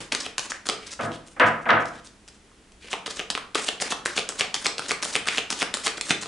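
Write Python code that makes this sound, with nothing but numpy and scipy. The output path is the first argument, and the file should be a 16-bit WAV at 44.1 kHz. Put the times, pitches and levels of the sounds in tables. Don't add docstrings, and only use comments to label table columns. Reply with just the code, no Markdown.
import sys
import numpy as np
from scipy import signal
from scipy.fft import rfft, irfft, next_fast_len
from scipy.io import wavfile
from scipy.ndimage import map_coordinates

SR = 44100
rng = np.random.default_rng(int(sys.argv[2]) if len(sys.argv) > 2 else 0)


def invert_db(level):
    return 10 ** (np.asarray(level, dtype=float) / 20)


def master(y):
    cut = np.clip(np.atleast_2d(y).T, -1, 1)
    pcm = np.round(cut * 32767)
    wavfile.write(sys.argv[1], SR, pcm.astype(np.int16))


N = 276590

# frequency in Hz, level in dB per Hz.
HISS_SPECTRUM = [(12, -21), (20, -3.5), (59, 0), (77, -4.5), (165, -13), (199, -0.5), (221, -8),
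                 (463, -10.5), (542, -16.5), (3270, -21), (3830, -24), (7600, -25.5), (11000, -29.5),
                 (14300, -59), (22000, -120)]
# frequency in Hz, 60 dB decay time in seconds.
ROOM_DECAY = [(100, 1), (300, 0.49), (800, 0.49), (2000, 0.4), (5000, 0.34), (10000, 0.27)]
# frequency in Hz, side level relative to mid in dB.
DIFFUSE_WIDTH = [(60, -17), (200, -17), (350, -15), (630, -9), (1100, -6), (2000, -7), (4000, -7.5),
                 (10000, -5.5)]
# frequency in Hz, swell in seconds, 60 dB decay in seconds, level in dB.
ROOM_MODES = [(109.6, 0.03, 0.32, -17), (156.6, 0.02, 0.63, -28.5)]
# frequency in Hz, width in Hz, level in dB.
TABLE_MODES = [(225.6, 14, 5), (326, 17, 9.5), (490, 29, 3), (687, 49, 11), (996, 7.7, 4), (1252, 49, 8),
               (1523, 18, -1.5), (1642, 19, 8), (1900, 27, -19), (3100, 50, -14)]
# frequency in Hz, width in Hz, level in dB.
PALM_MODES = [(205, 137, -10.5), (438, 64, 1), (732, 120, -5), (1230, 132, -1)]
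# frequency in Hz, level in dB per Hz.
KNOCK_SPECTRUM = [(60, -26), (120, -23), (300, -8), (700, -6), (1500, 5.5), (2200, 3.5), (3200, -4),
                  (4500, -21), (8000, -55)]
# frequency in Hz, level in dB per Hz.
CARD_SPECTRUM = [(290, -55), (500, -40), (547, 2.5), (786, -30), (883, -11), (1300, -10), (3220, -4),
                 (3960, -5), (8280, -7), (11000, -15), (14300, -69), (22000, -120)]
# frequency in Hz, level in dB per Hz.
SCRAPE_SPECTRUM = [(150, -12), (300, 5), (500, -17.5), (900, -4.5), (1800, -2.5), (2800, -19), (4500, -17)]
# start in seconds, peak in dB, early corner in dB relative to the peak,
# loss per packet in dB, thud below 500 Hz in dB.
KNOCKS = [
    (0.991, -15, -34, 1, 8),
    (1.398, -3, -23.5, 2, -0.5),
    (1.69, -4, -8.5, 1.57, 0),
]
PACKET_DELAYS = [0, .016, .039, .06, .075]
# time in seconds, peak in dB, card ring in Hz,
# draw length in seconds, draw hiss in dB.
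DROPS = [(0.264, -21, 2420, 0.051, -34.5), (0.6887, -8, 4610, 0.0083, -38), (2.9305, -14, 2420, 0.022, -32),
         (3.1942, -15, 2880, 0.037, -33.5), (3.3513, -14, 2570, 0.0062, -45),
         (3.688, -8, 3200, 0.017, -24.5), (3.9225, -17, 1290, 0.016, -23.5),
         (4.1788, -9.5, 2700, 0.015, -24.5), (4.409, -7, 2380, 0.015, -21),
         (4.6587, -10, 2130, 0.011, -24.5), (4.9093, -8, 2210, 0.023, -27),
         (5.1542, -6.5, 2450, 0.022, -25.5), (5.382, -9, 2600, 0.024, -26),
         (5.6197, -12.5, 2260, 0.02, -21.5), (5.8695, -11, 2300, 0.026, -23), (6.107, -7, 2450, 0.011, -22)]
# time in seconds, peak in dB, card ring in Hz,
# rub in dB, glide in dB.
CATCHES = [(0.1221, -7, 3160, -24.5, -46), (0.3815, -6, 7660, -29.5, -36), (0.6569, -25, 1390, -32.5, -56),
           (3.0618, -18.5, 3350, -26, -45), (3.3023, -6.5, 4200, -31.5, -53),
           (3.5482, -9.5, 3840, -23, -34.5), (3.8011, -18, 2390, -31, -40), (4.0589, -4, 1580, -27, -39),
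           (4.29, -13, 9800, -37, -44.5), (4.5431, -6.5, 3800, -22.5, -38), (4.7819, -11, 2680, -33.5, -37),
           (5.0263, -12.5, 5300, -21.5, -31.5), (5.2731, -9.5, 1440, -26.5, -54),
           (5.5038, -9, 5350, -26.5, -38), (5.7405, -7, 3540, -24.5, -39), (6.0112, -6, 2940, -39, -35.5),
           (6.2259, -22, 1460, -33, -30)]
# time in seconds, peak in dB, card ring in Hz,
# ring relative to the peak in dB.
REAR_EDGES = [(0.6978, -7.5, 2340, -1.5), (1.7053, -26, 3220, 21.5), (2.9362, -25.5, 2800, 14.5),
              (2.9383, -23.5, 910, 8.5), (3.2003, -29, 2700, 19), (3.211, -26, 5000, -9),
              (3.9267, -13.5, 1140, -3), (4.1879, -8.5, 1220, -11), (4.1936, -15.5, 3670, 6.5),
              (4.4167, -12, 2200, 2.5), (4.6663, -6, 6500, 4), (4.6723, -22, 5530, -4),
              (4.9163, -5.5, 1105, -6.5), (5.162, -5.5, 3360, -7), (5.3884, -14, 2780, -2),
              (5.6273, -4, 1350, -2.4), (5.8785, -9, 3250, -2.5), (6.1132, -6, 3540, -9),
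              (6.119, -19, 2580, -7)]
# time in seconds, peak in dB, card ring in Hz,
# palm slap relative to the peak in dB.
FLICKS = [(0.119, -21, 4600, -26), (0.1493, -8.5, 6500, -21), (0.2088, -35, 6950, -26),
          (0.3939, -10, 4460, -35), (0.6689, -16.5, 7920, -20), (0.7333, -32.5, 2340, -1.5),
          (3.0778, -26, 3450, -2.5), (3.1093, -18.5, 4870, -35), (0.6924, -15, 2100, -5.5),
          (3.3767, -14.5, 1260, -31), (3.554, -7.5, 2730, -10), (3.8215, -10.5, 1760, -13.5),
          (4.0769, -25, 1120, -18), (4.1656, -21, 2540, -27), (4.2935, -21, 3270, -11),
          (4.3035, -22.5, 1410, -18), (4.3223, -25, 2330, -8.5), (4.794, -9.5, 1400, -22),
          (4.8219, -19.5, 2680, -17), (5.0576, -17.5, 1370, -15.5), (5.2571, -22, 2610, -16),
          (5.286, -4.5, 2310, -22), (5.3097, -31, 2780, -13), (5.375, -10.5, 3400, -28),
          (5.5007, -22, 2630, -26), (5.0206, -26, 7100, -14), (5.5262, -12.5, 4800, -15.5),
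          (5.7708, -15, 4860, -22), (5.9805, -18.5, 1380, -13.5), (6.2583, -22.5, 2850, -10.5)]
# time in
# seconds, peak in dB, card ring in Hz.
TICKS = [(1.01, -25, 2430), (1.1186, -30, 3000), (1.2754, -40, 9300), (1.2832, -36, 7750),
         (1.398, -15.5, 2900), (1.857, -30, 5000), (0.5193, -14.5, 1740), (2.0725, -37, 6030),
         (2.2784, -35.5, 5000), (2.5164, -48, 1150), (2.7202, -41.5, 6140), (2.845, -40, 460)]
# start in seconds, length
# in seconds, hiss in dB, hiss colour in Hz.
BRUSHES = [(0.201, 0.015, -24.5, 5370), (0.497, 0.017, -27, 6000), (0.866, 0.016, -32.5, 5400),
           (0.904, 0.038, -32.5, 6100), (0.996, 0.056, -36.5, 2550), (1.046, 0.019, -37, 9200),
           (1.109, 0.057, -39, 3100), (1.262, 0.019, -46, 8100), (1.307, 0.032, -49, 9000),
           (1.4, 0.0063, -30, 3400), (1.456, 0.034, -35.5, 6000), (1.613, 0.026, -51.5, 6000),
           (1.683, 0.02, -39, 3000), (1.796, 0.036, -44.5, 6000), (1.846, 0.049, -44, 6000),
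           (2.038, 0.029, -45, 8800), (2.063, 0.015, -46, 4580), (2.281, 0.012, -42, 5330),
           (2.337, 0.025, -52, 6200), (3.095, 0.025, -32, 4760), (3.631, 0.021, -29, 8200),
           (3.809, 0.02, -20, 6460), (4.054, 0.0071, -25, 7560), (5.042, 0.014, -23, 9500),
           (5.844, 0.028, -22, 9300), (5.513, 0.021, -25.5, 6400), (6.212, 0.017, -28.5, 6800),
           (5.57, 0.018, -45, 8700), (5.972, 0.0093, -26, 3860)]
# start in seconds, length in seconds, level in dB, colour in Hz.
DRAGS = [(0.129, 0.035, -31, 1360), (0.274, 0.045, -48, 2300), (0.521, 0.052, -42, 1730),
         (0.7, 0.048, -37, 2100), (0.749, 0.19, -43.5, 2230), (1.894, 0.11, -46.5, 1460),
         (2.802, 0.09, -42, 2320), (2.942, 0.03, -50, 950), (3.554, 0.047, -25, 1960),
         (3.834, 0.05, -30, 1900), (4.069, 0.041, -32, 1710), (4.562, 0.0086, -27, 2010),
         (5.268, 0.0086, -23, 1410), (5.295, 0.06, -29.5, 1920)]


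def unit(x):
    return x / np.sqrt(np.mean(x ** 2) + 1e-20)


def along(points, hz):
    f, value = np.transpose(points)
    return np.interp(np.log(hz + 1), np.log(f + 1), value)


def filtered(x, response):
    size = next_fast_len(x.shape[-1] + 8192)
    spectrum = rfft(x, size) * response(np.fft.rfftfreq(size, 1 / SR))
    return irfft(spectrum, size)[..., :x.shape[-1]]


def resonances(modes):
    def response(f):
        total = 0
        for k, (centre, width, db) in enumerate(modes):
            damping = 1j * f * width
            total = total + (-1) ** k * invert_db(db) * damping / (centre * centre - f * f + damping)
        return total
    return response


def noise(spectrum, size):
    return unit(filtered(rng.standard_normal(size), lambda hz: invert_db(along(spectrum, hz))))


def wobble(rate):
    knots = rng.standard_normal(int(N * rate / SR) + 4)
    return map_coordinates(knots, [np.arange(N) * rate / SR])


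def add(track, s, sound):
    part = track[max(round(s * SR), 0):][:len(sound)]
    part += sound[:len(part)]


def spread(pair):
    side = filtered(pair[1], lambda hz: invert_db(along(DIFFUSE_WIDTH, hz)))
    return np.array([pair[0] + side, pair[0] - side])


def hush():
    return invert_db(-55) * spread(noise(HISS_SPECTRUM, size=(2, N)))


def room(tracks, build_s):
    wet = np.zeros((2, N))
    for x in tracks:
        _, t, z = signal.stft(rng.standard_normal((2, 3 * SR // 5)), SR, nperseg=256)
        hz = np.linspace(0, SR / 2, 129)
        decay = invert_db(-60 * t / along(ROOM_DECAY, hz)[:, None])
        tail = signal.istft(z * decay, SR, nperseg=256)[1]
        tail = tail * (1 - np.exp(-np.arange(tail.shape[1]) / SR / build_s))
        wet += signal.fftconvolve(x[None], tail / np.linalg.norm(tail[0]), axes=1)[:, :N]
    return spread(wet)


def boom():
    track, t = np.zeros(N), np.arange(SR // 2) / SR
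    modes = np.zeros(len(t))
    for hz, swell, t60, db in ROOM_MODES:
        envelope = invert_db(db - 60 * t / t60) * (1 - np.exp(-t / swell))
        modes += envelope * np.sin(2 * np.pi * hz * t)
    for s, db, *_, thud_db in KNOCKS:
        add(track, s + 0.0307, invert_db(db + thud_db + 3.5) * modes)
    return track


def packets():
    corner_lead_s, first_bright_db, late_bright_db = 0.034, -12, -25.5
    rows = []
    for s, db, corner_db, loss_db, thud in KNOCKS:
        rows.append((s - corner_lead_s, db + corner_db, late_bright_db, thud + 6))
        for k, late in enumerate(PACKET_DELAYS):
            bright_db = late_bright_db if k else first_bright_db
            rows.append((s + late, db - k * loss_db, bright_db - 1.8 * thud, thud))
    return rows


def knocks(rows):
    blows, rattles, t = np.zeros((len(rows), N)), np.zeros(N), np.arange(SR // 6) / SR
    impulse = 1. 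* (np.arange(len(t)) == 40)
    pulse = filtered(impulse, lambda hz: invert_db(along(KNOCK_SPECTRUM, hz)))
    pulse = pulse / np.linalg.norm(pulse)
    for k, (s, db, bright_db, thud_db) in enumerate(rows):
        def wood(hz):
            bright = bright_db * hz ** 2 / (hz ** 2 + 2000 ** 2)
            thud = thud_db * 500 ** 2 / (hz ** 2 + 500 ** 2)
            return (0.84 + resonances(TABLE_MODES)(hz)) * invert_db(db + bright + thud)
        add(blows[k], s, filtered(pulse, wood))
        rattle = noise(KNOCK_SPECTRUM, size=len(t)) * invert_db(-30 * t / 0.051)
        add(rattles, s, filtered(rattle, wood))
    return blows, rattles


def swells():
    level, t = np.zeros(N), np.arange(SR // 25) / SR
    for s, *_, length, db in DROPS:
        add(level, s - length - t[-1], invert_db(db - 9.5 - 60 * t[::-1] / 0.06))
    return level * noise(CARD_SPECTRUM, size=N) * invert_db(4.0 * wobble(220))


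def strokes():
    def colour(hz):
        return min(hz * np.exp(0.33 * rng.standard_normal()), .22 * SR)
    rows = []
    for s, *_, length, db in DROPS:
        rows.append((s - length, length / 2, db, -2, 6000))
        rows.append((s - length / 2, length / 2 + 0.0056, db + 3, -2, 3100))
    for s, *_, rub_db, glide_db in CATCHES:
        rows.append((s - 0.001026, 0.0149, rub_db, 2, colour(5000)))
        rows.append((s + .03, 0.057, glide_db, 0.5, colour(6000)))
    rows += [(s, length, db, -4.5, hz) for s, length, db, hz in DRAGS]
    rows += [(s, length, db, -5, hz) for s, length, db, hz in BRUSHES]
    return rows


def slides(rows, count):
    tracks, t = np.zeros((count, N)), np.arange(SR // 6) / SR
    hiss = noise(CARD_SPECTRUM, size=(len(rows), len(t)))
    scrape = noise(SCRAPE_SPECTRUM, size=(len(rows), len(t)))
    for k, (s, length, db, dark_db, hz) in enumerate(sorted(rows)):
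        grip = np.clip(t / length, 0, 1)
        release = invert_db(-60 * np.maximum(t - length, 0) / 0.0037)
        air_gap = resonances([(hz, .45 * hz, 1.5)])
        gap = unit(filtered(hiss[k], lambda f: 0.8 * (hz / 6000) ** 0.94 + air_gap(f)))
        stroke = np.clip(grip / 0.47, 0, 1) * gap + invert_db(dark_db) * grip ** 1.14 * scrape[k]
        add(tracks[k % count], s - .003, invert_db(db - 6.0) * release * stroke)
    return tracks * invert_db(1.8 * wobble(150) + 2.2 * wobble(600))


def edges():
    follows = 0.41

    def slap(palm_db, db):
        return palm_db - (1 - follows) * db - 10 * follows
    rows = [(s, db, hz, slap(-17, db), 5) for s, db, hz, *_ in DROPS]
    rows += [(s, db, hz, slap(-29.5, db), -1.5) for s, db, hz, *_ in CATCHES]
    rows += [(s, db, hz, slap(-17, db), ring_db) for s, db, hz, ring_db in REAR_EDGES]
    rows += [(*row, 0) for row in FLICKS]
    rows += [(*row, -40, 5.5) for row in TICKS]
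    return rows


def snaps(rows, count):
    tracks, t = np.zeros((count, N)), np.arange(SR // 25) / SR
    paper = noise(CARD_SPECTRUM, size=(len(rows), len(t)))
    slap = unit(filtered(invert_db(-60 * t / 0.00095), resonances(PALM_MODES))) * invert_db(-12)
    for k, (s, db, hz, slap_db, ring_db) in enumerate(sorted(rows)):
        crack = .5 * paper[k] * (invert_db(-60 * t / 0.007) + 0.38 * invert_db(-60 * t / 0.013))
        crack = filtered(crack, lambda f: 0.49 + 0.55 / (1 + 1j * f / (2.14 * hz)) ** 2)
        envelope = invert_db(-60 * t * hz / 8) * (1 - np.exp(-t * hz * 3))
        ring = 1.3 * np.sin(2 * np.pi * hz * t) * envelope
        add(tracks[k % count], s, invert_db(db) * (crack + invert_db(ring_db) * ring + invert_db(slap_db) * slap))
    return tracks


def earlier_snap():
    def colour(hz):
        scrape = invert_db(-7 + along(SCRAPE_SPECTRUM, hz))
        return scrape + invert_db(along(CARD_SPECTRUM, hz)) + invert_db(18 + along(HISS_SPECTRUM, hz))
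    return filtered(1. * (np.arange(300) == 150), colour)


def scene():
    cards = snaps(edges(), count=8) + slides(strokes(), count=8)
    blows, rattles = knocks(packets())
    cards[0] += swells()
    direct = cards.sum(0)
    cards[1, :300] += earlier_snap()
    near = direct * invert_db([[.4], [-.4]]) + invert_db(-5) * room(cards, build_s=0.00067)
    far = invert_db(-5.0) * rattles + invert_db(-3.0) * blows.sum(0)
    far = far + invert_db(23.5) * room(blows, build_s=0.0024) + boom()

    def thin(hz):
        return (1j * hz / (1j * hz + 110)) ** 2
    return filtered(near + far, thin) + hush()


def roll_off(x):
    return signal.sosfilt(signal.butter(12, 12330, fs=SR, output="sos"), x)


def record(dry):
    rounded = dry / (1 + np.abs(dry / .68) ** 4) ** (1 / 4)
    mix = filtered(rounded, lambda hz: 1 / (1 + (hz / 11000) ** 55))
    return roll_off(mix)


dry = scene()
out = record(dry)
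master(out)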